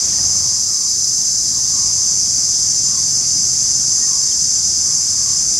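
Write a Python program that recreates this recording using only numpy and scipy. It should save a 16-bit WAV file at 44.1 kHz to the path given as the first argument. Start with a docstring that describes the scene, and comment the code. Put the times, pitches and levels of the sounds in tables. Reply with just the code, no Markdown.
"""From the start, cicadas sing in a tree over a far chorus, a thin insect whistle, traffic and leaves.
Their ribbed membranes buckle four times a muscle cycle, and the clicks excite resonances of the body.
A small engine putters, each firing ringing its exhaust, and rattles with two faint pips.
Hoarse swells come and go. Around 1 s the song slackens, then a second engine comes in and speeds up.
Near 4 s come a few short chirps, and that engine gives way to a third."""
import sys
import numpy as np
from scipy import signal
from scipy.fft import rfft, irfft, next_fast_len
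from scipy.io import wavfile

SR = 44100
rng = np.random.default_rng(int(sys.argv[2]) if len(sys.argv) > 2 else 0)


def materialize(psi):
    """Save the field psi as 16-bit PCM at rate SR to the path in sys.argv[1].

    A 1-D psi becomes a single channel; in a 2-D psi each row is a channel.
    """
    bounded = np.clip(np.atleast_2d(psi).T, -1, 1)
    quanta = np.round(bounded * 32767).astype(np.int16)
    wavfile.write(sys.argv[1], SR, quanta)


N = 246519
TIME = np.arange(N) / SR


def amp(db):
    """Amplitude ratio of a level in decibels."""
    return 10 ** (np.asarray(db) / 20)


def unit_rms(x):
    """Normalisation to unit mean power."""
    return x / np.sqrt(np.mean(abs(x) ** 2) + 1e-20)


def in_time(points):
    """Linear interpolation of (time, value) points at every sample."""
    return np.interp(TIME, *np.transpose(points))


def at_hz(points, hz):
    """Interpolation of a spectrum on a logarithmic frequency axis."""
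    frequencies, values = np.transpose(points)
    return np.interp(np.log(hz), np.log(frequencies), values)


def drift(corner_hz):
    """Slow random fluctuation: low-pass noise of unit rms."""
    step, settle = 40, 2000   # audio samples per point, points dropped
    r = np.exp(-2 * np.pi * corner_hz * step / SR)
    slow = signal.lfilter([1], [1, -2 * r, r * r], rng.standard_normal(N // step + settle + 2))[settle:]
    return np.interp(np.arange(N) / step, np.arange(len(slow)), unit_rms(slow))


def resonate(x, hz, width_hz):
    """Two identical damped resonators in cascade: steep skirts, unit peak gain."""
    r = np.exp(-np.pi * width_hz / SR)
    stage = [(1 - r * r) / 2, 0, (r * r - 1) / 2, 1, -2 * r * np.cos(2 * np.pi * hz / SR), r * r]
    return signal.sosfilt([stage, stage], x)


def pan(db):
    """Direction by level difference, left minus right."""
    return amp(np.array([[.5], [-.5]]) * db)


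def rib_clicks(cycles_per_s, ribs=4, wander=.0015, jitter_s=3e-5, habit=.65):
    """Buckling: a nearly periodic impulse train, each rib tending to snap with its own polarity."""
    phase = np.cumsum(ribs * cycles_per_s * (1 + wander * drift(1.3))) / SR + rng.random()
    at = np.flatnonzero(np.diff(np.floor(phase)))
    at += np.round(rng.normal(0, jitter_s * SR, N)[:len(at)]).astype(int)
    own_sign = np.resize(rng.choice([-1, 1], ribs), len(at))
    flip = np.where(rng.random(N) < habit, 1, rng.choice([-1, 1], N))[:len(at)]
    clicks = np.zeros(N)
    clicks[at.clip(0, N - 1)] = own_sign * flip
    return clicks


def branches(size, echo_db=-1.5, t60_s=.14):
    """Scattering: the spectrum of the direct sound plus decaying echoes off branches and leaves."""
    t = np.arange(6000) / SR
    tail = rng.standard_normal(len(t)) * amp(-60 * t / t60_s) * (t > 4e-3)
    return unit_rms(1 + amp(echo_db) * rfft(tail / np.linalg.norm(tail), size))


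# modes of the hollow body: (frequency [Hz], width [Hz], relative level [dB])
BODY_MODES = [(4250, 140, -26), (4490, 170, -16), (4720, 220, -9), (4880, 80, -6), (5080, 270, -4),
              (5290, 300, -8), (5480, 60, -9), (5640, 250, -5), (5780, 100, -5), (5900, 140, -1),
              (6020, 130, -3), (6230, 300, -1), (6310, 50, -6), (6460, 280, -4), (6820, 310, -14),
              (6960, 110, -10), (7080, 100, -4), (7270, 280, -5), (7490, 80, -10), (7690, 130, -17),
              (7900, 100, -17), (8050, 590, -20), (8350, 380, -17), (9000, 440, -27), (9420, 970, -26),
              (10170, 270, -23), (10590, 2090, -29), (12240, 1920, -40), (13920, 2040, -51),
              (15600, 1290, -44)]

def body_response(hz, size):
    """Modal resonance: the powers add, and folding the cepstrum gives the minimum phase."""
    power = sum(amp(2 * db) / (1 + (2 * (hz - at) / width_hz) ** 2) ** 2
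                for at, width_hz, db in BODY_MODES)
    cepstrum = irfft(.5 * np.log(power), size)
    cepstrum[1:size // 2] *= 2
    cepstrum[size // 2 + 1:] = 0
    return np.exp(rfft(cepstrum))


# near singers: (muscle rate [cycles/s], relative level [dB], left minus right [dB])
SINGERS = [(102.9, -1.5, 1), (104.9, -4, -1), (106.1, .5, 0), (107.7, -4, 1)]
# stereo width: (frequency [Hz], side gain [dB])
SONG_WIDTH = [(4100, -50), (4400, -17.5), (5200, -14.5), (6200, -15.5), (7200, -16.5), (8200, -12),
              (9500, -11), (10900, -7), (11400, -54)]
# slackening of the song, shared out among its lobes: (time [s], level change [dB])
SLACKENING = [(0, -.5), (.5, -0.5), (.65, -1.5), (1.55, -1.5), (1.8, 0.2), (2.4, 0), (4.5, 0.5),
              (5.59, -.5)]
# boundaries of the spectral lobes: (frequency [Hz])
LOBE_EDGES = [0, 5420, 6750, 7580, 8700, 9950, 10350, 23000]
# lobes, low to high: (level [dB], share of the slackening [ratio], creep [dB/s])
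LOBES = [(-22.0, 0.47, -0.13), (-17.0, 0.87, -0.0958), (-23.5, 0.33, 0.16), (-33, 0.2, .3),
         (-39, -0.19, -0.04), (-45.3, .3, 1), (-42, -0.81, -0.17)]

def cicadas(chorus_db=2.0):
    """Source and filter: near clicks and the noise-like far chorus excite the body modes."""
    size = next_fast_len(N + 8192) * 2
    hz = np.fft.rfftfreq(size, 1 / SR)
    near = unit_rms(sum(amp(db) * pan(pan_db) * rfft(rib_clicks(rate), size) * branches(size)
                        for rate, db, pan_db in SINGERS))
    far_mid, far_side = rfft(rng.standard_normal((2, N)), size) / np.sqrt(N) * branches(size)
    body = body_response(hz, size)
    mid = (near.mean(axis=0) + amp(chorus_db) * far_mid) * body
    side = (near[0] - near[1] + 1.44 * far_side) * body * amp(at_hz(SONG_WIDTH, hz + 1))
    stereo = np.array([mid + side, mid - side])
    song, slack_db = 0, in_time(SLACKENING)
    for low, high, (level_db, share, creep) in zip(LOBE_EDGES, LOBE_EDGES[1:], LOBES):
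        lobe = irfft(stereo * ((hz >= low) & (hz < high)), size)[:, :N]
        song += amp(level_db + share * slack_db + creep * TIME) * unit_rms(lobe)
    return song * pan(.18)


# envelope of the whistle: (time [s], level [dB])
WHISTLE_LEVEL = [(0, -53), (.4, -47), (1.6, -47), (2.1, -54), (4.3, -54), (4.6, -61), (5.59, -61)]

def insect_whistle():
    """Narrow-band resonance gives noise a thin pitch."""
    tone = resonate(rng.standard_normal(N), hz=3965, width_hz=95)
    return amp(in_time(WHISTLE_LEVEL)) * unit_rms(tone)


# background spectrum: (frequency [Hz], relative spectral density [dB])
AIR_SPECTRUM = [(18, -24), (32, -10), (60, -1), (110, -2), (230, -6.5), (440, -17.5), (620, -19),
                (1100, -18), (1500, -22), (2100, -21.5), (2700, -24.5), (3200, -32), (3600, -20.5),
                (4300, -20)]
# its envelope: (time [s], level [dB])
AIR_LEVEL = [(0, -34.5), (.5, -38), (.62, -40), (1.3, -39.5), (1.8, -38), (3.3, -37.5), (4.0, -38),
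             (4.6, -38.5), (5.1, -38), (5.59, -37)]
# its likeness in the two channels: (frequency [Hz], coherence [ratio])
AIR_COHERENCE = [(30, 0.91), (60, 1), (130, 0.96), (290, 0.92), (640, 0.5), (1100, 0.68), (1700, 0.81),
                 (2500, 1)]
# its direction: (frequency [Hz], left minus right [dB])
AIR_BALANCE = [(30, 2), (110, -1.5), (200, 3), (380, 3), (700, 5), (1290, 2), (2380, 0)]

def traffic_and_leaves(flicker_db=1.5, rumble_db=-1.5):
    """Partly coherent noise: distant sources merge in third-octave bands that flicker independently."""
    out, edges = 0, 20 * 2 ** np.arange(0, 7.8, 1 / 3)
    white = rng.standard_normal((2, 2, N))
    for k, (low, high) in enumerate(zip(edges, edges[1:])):
        band = signal.butter(2, [low, high], "band", fs=SR, output="sos")
        mid, side = signal.sosfilt(band, white[k % 2])
        hz = np.sqrt(low * high)
        coherence = at_hz(AIR_COHERENCE, hz)
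        stereo = np.sqrt(1 + coherence) * mid + np.sqrt(1 - coherence) * side * [[1], [-1]]
        band_db = at_hz(AIR_SPECTRUM, hz) + flicker_db * drift(6.9) + rumble_db * (hz < 300)
        out += amp(band_db) * pan(at_hz(AIR_BALANCE, hz)) * stereo
    return amp(in_time(AIR_LEVEL)) * unit_rms(out)


# low, middle and upper exhaust modes: (frequency [Hz], width [Hz], relative gain [dB])
BOOM_MODES = [(63, 19, -4), (91.7, 18.6, 10.5)]
MIDDLE_MODES = [(132.8, 43, 3.5), (172, 56, -4), (231, 88, -10.5)]
BARK_MODES = [(556, 31, -10.5), (730, 19, -9), (896, 31, -18), (1142, 120, -19)]
# pace, one curve per engine: (time [s], firing rate [1/s])
FIRING_RATES = [
    [(0, 17.9), (.75, 18.9)],
    [(1.1, 16.6), (1.75, 18.3), (2.15, 18.4), (3, 21), (3.5, 22.5), (4.15, 24.3)],
    [(3.9, 17.3), (4.7, 18.8), (5.59, 19.2)],
]
# small far engines: (full from [s], full until [s], middle level [dB], extra boom [dB], extra bark [dB])
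ENGINES = [(-.3, 0.51, -42, -1.2, 4.5), (1.45, 3.895, -41.5, -7, -3.5), (4.6, 5.3, -44, -3.5, -3)]

def engine(pace, from_s, until_s, level_db, boom_db, bark_db, uneven_db=1.1, puff=.15, puff_s=.012):
    """Impulse excitation: each firing drives the exhaust modes with a thud and a puff of noise."""
    rate = in_time(pace)
    firings = np.diff(np.floor(np.cumsum(rate) / SR + .65), prepend=0)
    thuds = firings * amp(rng.normal(0, uneven_db, N))
    puff_envelope = signal.lfilter([1], [1, -np.exp(-1 / (puff_s * SR))], thuds)
    drive = unit_rms(thuds) + puff * unit_rms(puff_envelope * rng.standard_normal(N))
    boom, middle, bark = (sum(amp(db) * resonate(drive, hz, width_hz) for hz, width_hz, db in modes)
                          for modes in (BOOM_MODES, MIDDLE_MODES, BARK_MODES))
    revving = np.clip(rate - 21.5, 0, 1)   # boom and bark thin out above this firing rate
    boom *= amp(boom_db - 10 * revving)
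    bark *= amp(bark_db - 7 * revving)
    fade_db = 41 * (from_s - TIME).clip(0) + 66 * (TIME - until_s).clip(0)   # dB/s in and out of earshot
    return amp(level_db - fade_db) * (boom + middle + bark) / np.std(middle)


# swells: (midpoint [s], duration [s], centre frequency [Hz], crest level before rasp [dB])
SWELLS = [(0.058, 0.22, 1160, -54), (0.501, .3, 1064, -51), (0.798, .3, 1120, -50), (1.6, .2, 1080, -48.5),
          (1.792, .33, 1110, -45.5), (2.031, .3, 1090, -53.5), (2.949, .26, 1094, -47),
          (4.101, 0.46, 1097, -48), (4.982, .18, 1122, -50), (5.283, .3, 1116, -47.5)]

def hoarse_swells(half_width_hz=60, sag_hz_per_s=220, rasp_db=2):
    """Random modulation: slow noise spreads a falling tone into a narrow, rasping band."""
    low_pass = signal.butter(2, half_width_hz, fs=SR, output="sos")
    slow = unit_rms(signal.sosfilt(low_pass, rng.standard_normal((2, N))))
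    out = np.zeros(N)
    for middle_s, length_s, hz, db in SWELLS:
        progress = np.clip((TIME - middle_s) / length_s + .5, 0, 1)
        phase = 2 * np.pi * np.cumsum(hz - sag_hz_per_s * length_s * (progress - .5)) / SR
        out += amp(db) * np.sin(np.pi * progress) * (slow[0] * np.cos(phase) + slow[1] * np.sin(phase))
    return out * amp(rasp_db * drift(38))


# two rattle pips, then chirps:
# (onset [s], duration [s], start frequency [Hz], end frequency [Hz], peak level [dB])
PIPS_AND_CHIRPS = [(0.128, 0.013, 1890, 1900, -38), (0.184, 0.012, 1830, 1900, -36),
                   (.67, 0.064, 1317, 1300, -46), (4.012, 0.048, 1880, 1880, -39),
                   (4.073, .035, 1800, 1770, -46), (4.285, 0.015, 4000, 3350, -42),
                   (4.313, 0.019, 3260, 3120, -37)]

def pips_and_chirps():
    """Frequency modulation: short sines glide linearly under rounded envelopes."""
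    out = np.zeros(N)
    for onset_s, length_s, start_hz, end_hz, db in PIPS_AND_CHIRPS:
        progress = np.clip((TIME - onset_s) / length_s, 0, 1)
        hz = start_hz + (end_hz - start_hz) * progress
        envelope = np.sqrt(np.sin(np.pi * progress).clip(0))
        out += amp(db) * envelope * np.sin(2 * np.pi * np.cumsum(hz) / SR)
    return out


def scene():
    """Superposition: cicadas in front, engines and hoarse swells a little to the left."""
    steady = cicadas() + insect_whistle() + traffic_and_leaves()
    road = sum(engine(pace, *row) for pace, row in zip(FIRING_RATES, ENGINES))
    return steady + road * pan(3.2) + hoarse_swells() * pan(2.5) + pips_and_chirps()


def record(dry, cutoff_hz=15720):
    """Band limiting: a steep low-pass filter removes the highest treble."""
    return signal.sosfilt(signal.ellip(12, .3, 70, cutoff_hz, fs=SR, output="sos"), dry)


dry = scene()
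out = record(dry)
materialize(out)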